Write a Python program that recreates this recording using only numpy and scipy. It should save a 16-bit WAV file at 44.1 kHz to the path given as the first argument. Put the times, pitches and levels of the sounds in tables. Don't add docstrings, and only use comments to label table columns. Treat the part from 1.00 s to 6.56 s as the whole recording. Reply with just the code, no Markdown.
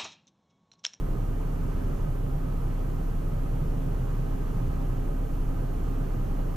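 import sys
import numpy as np
from scipy import signal
from scipy.fft import rfft, irfft, next_fast_len
from scipy.io import wavfile
from scipy.ndimage import uniform_filter1d, map_coordinates

SR = 44100
rng = np.random.default_rng(int(sys.argv[2]) if len(sys.argv) > 2 else 0)


def unload_wav(signal):
    wavfile.write(
        sys.argv[1],
        SR,
        np.round(np.clip(np.atleast_2d(signal).T, -1, 1) * 32767).astype(np.int16),
    )


N = 245195
T = np.arange(N) / SR

# time in seconds, level change of the rush in dB.
AIRFLOW_SWELL = [(0, .1), (.25, -1), (.55, 0), (.9, 0.7), (1.2, -1.5), (1.5, -.9), (1.7, -0.2), (2.2, -0.9),
                 (2.6, -0.4), (3.05, 0.3), (3.3, 0), (3.65, 0.7), (4.2, -1.1), (4.8, 0.05), (5.56, 0.1)]


def amp(db):
    return 10 ** (np.asarray(db) / 20)


def fader(points, depth=1):
    return amp(depth * np.interp(T, *np.transpose(points)))


def wobble(rate):
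    return map_coordinates(rng.standard_normal(int(N * rate / SR) + 4), [T * rate])


def filtered(x, response):
    size = next_fast_len(N + SR // 2)
    return irfft(rfft(x, size) * response(np.fft.rfftfreq(size, 1 / SR)), size)[..., :N]


def along(hz, freqs, values):
    return np.interp(np.log(hz + 1), np.log(np.add(freqs, 1)), values)


def patchy_noise(patchy_db):
    spectra = signal.stft(rng.standard_normal((2, N)), nperseg=512)[2]
    patches = uniform_filter1d(rng.standard_normal(spectra.shape[1:]), size=5, axis=0)
    patches = uniform_filter1d(patches, size=8, axis=1)
    spectra *= amp(patchy_db * patches / patches.std())
    return signal.istft(spectra, nperseg=512)[1][:, :N] * np.sqrt(SR / 2)


def air_noise(spectrum, low_hz, high_hz, patchy_db):
    freqs, left_db, right_db, coherence, lead = np.transpose(spectrum)
    common, separate = patchy_noise(patchy_db)
    band = lambda hz: np.sqrt(1 / (1 + (low_hz / (hz + 1)) ** 40) / (1 + (hz / high_hz) ** 40))
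    share = lambda hz: np.clip(along(hz, freqs, coherence), 0, 1)
    right_eq = lambda hz: band(hz) * amp(along(hz, freqs, right_db))
    left = filtered(common, lambda hz: band(hz) * amp(along(hz, freqs, left_db)))
    shared = filtered(common, lambda hz: right_eq(hz) * share(hz) * np.exp(-1j * along(hz, freqs, lead)))
    own = filtered(separate, lambda hz: right_eq(hz) * np.sqrt(1 - share(hz) ** 2))
    return np.array([left, shared + own])


def ringing(modes):
    out = np.zeros((2, N))
    for hz, width, left_db, right_db, lead in modes:
        stereo_phase = np.exp(-1j * lead * np.array([[0], [1]]))
        ring = filtered(rng.standard_normal(N), lambda f: stereo_phase / (1 + (2 * (f - hz) / width) ** 2))
        out += amp([[left_db], [right_db]]) * ring / ring.std()
    return out


def camera_electronics():
    # frequency in Hz, hiss level in dB per Hz.
    hiss_spectrum = [(6500, -118), (8300, -106), (11000, -104.5), (15000, -102.5)]
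    tone_hz, centre_hz, sweep_hz = 31.99946, 5.72, 16487
    tone = amp(-28.5) * np.sqrt(2) * np.cos(2 * np.pi * (tone_hz * T + .473))
    sweep_phase = 2 * np.pi * (tone_hz * T - .16915)
    pitch = centre_hz + sweep_hz * np.cos(sweep_phase)
    phase = 2 * np.pi * centre_hz * T + sweep_hz / tone_hz * np.sin(sweep_phase)
    whistle = amp(-64.7) * np.sqrt(2) * np.abs(pitch) / 14000 * np.cos(phase)
    hiss = filtered(patchy_noise(patchy_db=.45)[0], lambda hz: amp(along(hz, *np.transpose(hiss_spectrum))))
    return tone + whistle + hiss


def machinery():
    # pitch in Hz, left and right level in dB,
    # then the left's phase lead, start phase and phase drift in radians.
    hums = [(265.57, -51, -45.3, .4, 0, .1), (571.83, -69.5, -55.4, 2.4, 0, .1),
            (572.51, -72.5, -57.3, 2.4, 1.28, .1), (692.32, -67.5, -53.8, 3.9, 0, .9)]
    out = np.zeros((2, N))
    for hz, left_db, right_db, lead, start, drift in hums:
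        phase = 2 * np.pi * hz * T + start + drift * wobble(rate=.9)
        level_db = .4 * wobble(rate=2.45) + [[left_db], [right_db]]
        out += amp(level_db) * np.sqrt(2) * np.sin(phase - [[0], [lead]])
    return out


def panel_ring():
    # pitch and width in Hz, left and right level in dB, the left's phase lead in radians.
    panel_modes = [(20.4, 3.6, -37.8, -37.8, 0), (788, 28, -65, -54.8, 4.2), (1262, 52, -59, -60, -.9),
                   (6150, 700, -77.5, -77.5, 0)]
    return fader(AIRFLOW_SWELL, depth=1.8) * ringing(panel_modes)


def windshield_rush():
    # frequency in Hz, left and right level in dB per Hz, coherence from 0 to 1,
    # the left's phase lead in radians.
    rush_spectrum = [(845, -84, -75.5, 0.4, -2), (915, -81.5, -74.5, .5, -1.3),
                     (950, -84.5, -77.5, 0.52, -0.8), (1000, -83, -76.5, .7, -.8), (1110, -82, -77, .7, -1),
                     (1165, -82, -81, .72, -1), (1200, -80, -78, .75, -1), (1240, -82, -80.5, 0.8, -1),
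                     (1320, -82.5, -82.5, .6, -1.3), (1365, -82.5, -79.5, .58, -1.6),
                     (1410, -83.5, -84, .6, -1.7), (1550, -84, -82.5, 0.7, -1.3),
                     (1700, -87.5, -88, .4, -1.4), (1830, -86.5, -88, 0.2, -2.8),
                     (2150, -90.5, -91.5, .08, -2.6), (2300, -93.5, -92, 0.4, 0),
                     (2480, -92, -92.5, .35, 0), (2700, -94.5, -94.5, .5, 0), (2890, -94, -92.5, 0.7, 0),
                     (3300, -97.5, -97.5, .75, 0), (3800, -101.5, -101.5, 0.68, 0),
                     (4250, -100, -99.5, 0.72, 0), (4850, -102.3, -103.3, 0.45, 0),
                     (5600, -101, -101.2, .25, 0), (6850, -99.2, -101.5, 0.08, 0),
                     (7640, -103, -103.3, 0.3, 0)]
    return fader(AIRFLOW_SWELL) * air_noise(rush_spectrum, low_hz=810, high_hz=7800, patchy_db=.7)


def cabin_drone():
    # pitch and width in Hz, left and right level in dB before the lift,
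    # the left's phase lead in radians.
    cabin_modes = [(129, 32, -42.8, -40.2, -.1), (159, 14, -46.7, -44.7, -.3)]
    # time in seconds, level change in dB.
    drone_swell = [(0, -0.5), (.75, 1.5), (1.4, 0), (1.8, -2), (2.5, 3.5), (3.05, 3), (3.4, -0.5), (3.8, 2),
                   (4.5, -1), (4.9, -1.5), (5.56, 0)]
    lift_db = 1.5
    return amp(lift_db) * fader(drone_swell) * ringing(cabin_modes)


def fuselage_boom():
    # frequency in Hz, left and right level in dB per Hz, coherence from 0 to 1,
    # the left's phase lead in radians.
    boom_spectrum = [(12, -72, -72, 1, 0), (27, -62, -62, 1, 0), (36, -55.5, -55.5, 1, 0),
                     (46, -58.5, -58.5, 0.95, 0), (56, -56, -55.3, .88, -.1), (75, -56, -54.5, 0.8, -0.2),
                     (107.5, -56.5, -54, 0.92, -0.1), (172, -61, -58, 0.97, 0),
                     (181, -61.3, -58.3, .96, .1), (192, -65, -62, .95, .1), (215, -67.5, -64, 0.94, 0),
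                     (240, -66, -62, .7, .4), (262, -68.5, -60.5, 0.9, 0.5), (310, -68, -63.5, 0.86, 0),
                     (345, -71.5, -65.5, .8, .8), (432, -72, -63.5, 0.95, 1.4), (480, -76, -68, .86, 1.5),
                     (512, -78, -70.5, 0.42, 1.6), (550, -74, -67, 0.8, 2.6), (590, -75.5, -68.5, .87, 3),
                     (615, -80, -69.5, .84, 3), (680, -79, -72.5, 0.66, 3.6), (715, -78, -73, .75, 3.7),
                     (760, -81, -75, 0.55, 4.2)]
    return fader(AIRFLOW_SWELL, depth=.74) * air_noise(boom_spectrum, low_hz=5, high_hz=834, patchy_db=.2)


def scene():
    airflow = fuselage_boom() + windshield_rush() + panel_ring() + cabin_drone()
    return airflow + machinery() + camera_electronics()


def record(dry):
    ceiling, hardness, bass_hz, top_hz = .138, 5, 400, 15310
    clipped = dry / (1 + np.abs(dry / ceiling) ** hardness) ** (1 / hardness)
    held = dry + filtered(clipped - dry, lambda hz: 1 / (1 + (hz / bass_hz) ** 8))
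    return filtered(held, lambda hz: amp(-4 * np.clip((hz - 14950) / 100, 0, 1)) * (hz < top_hz))


dry = scene()
out = record(dry)
unload_wav(out)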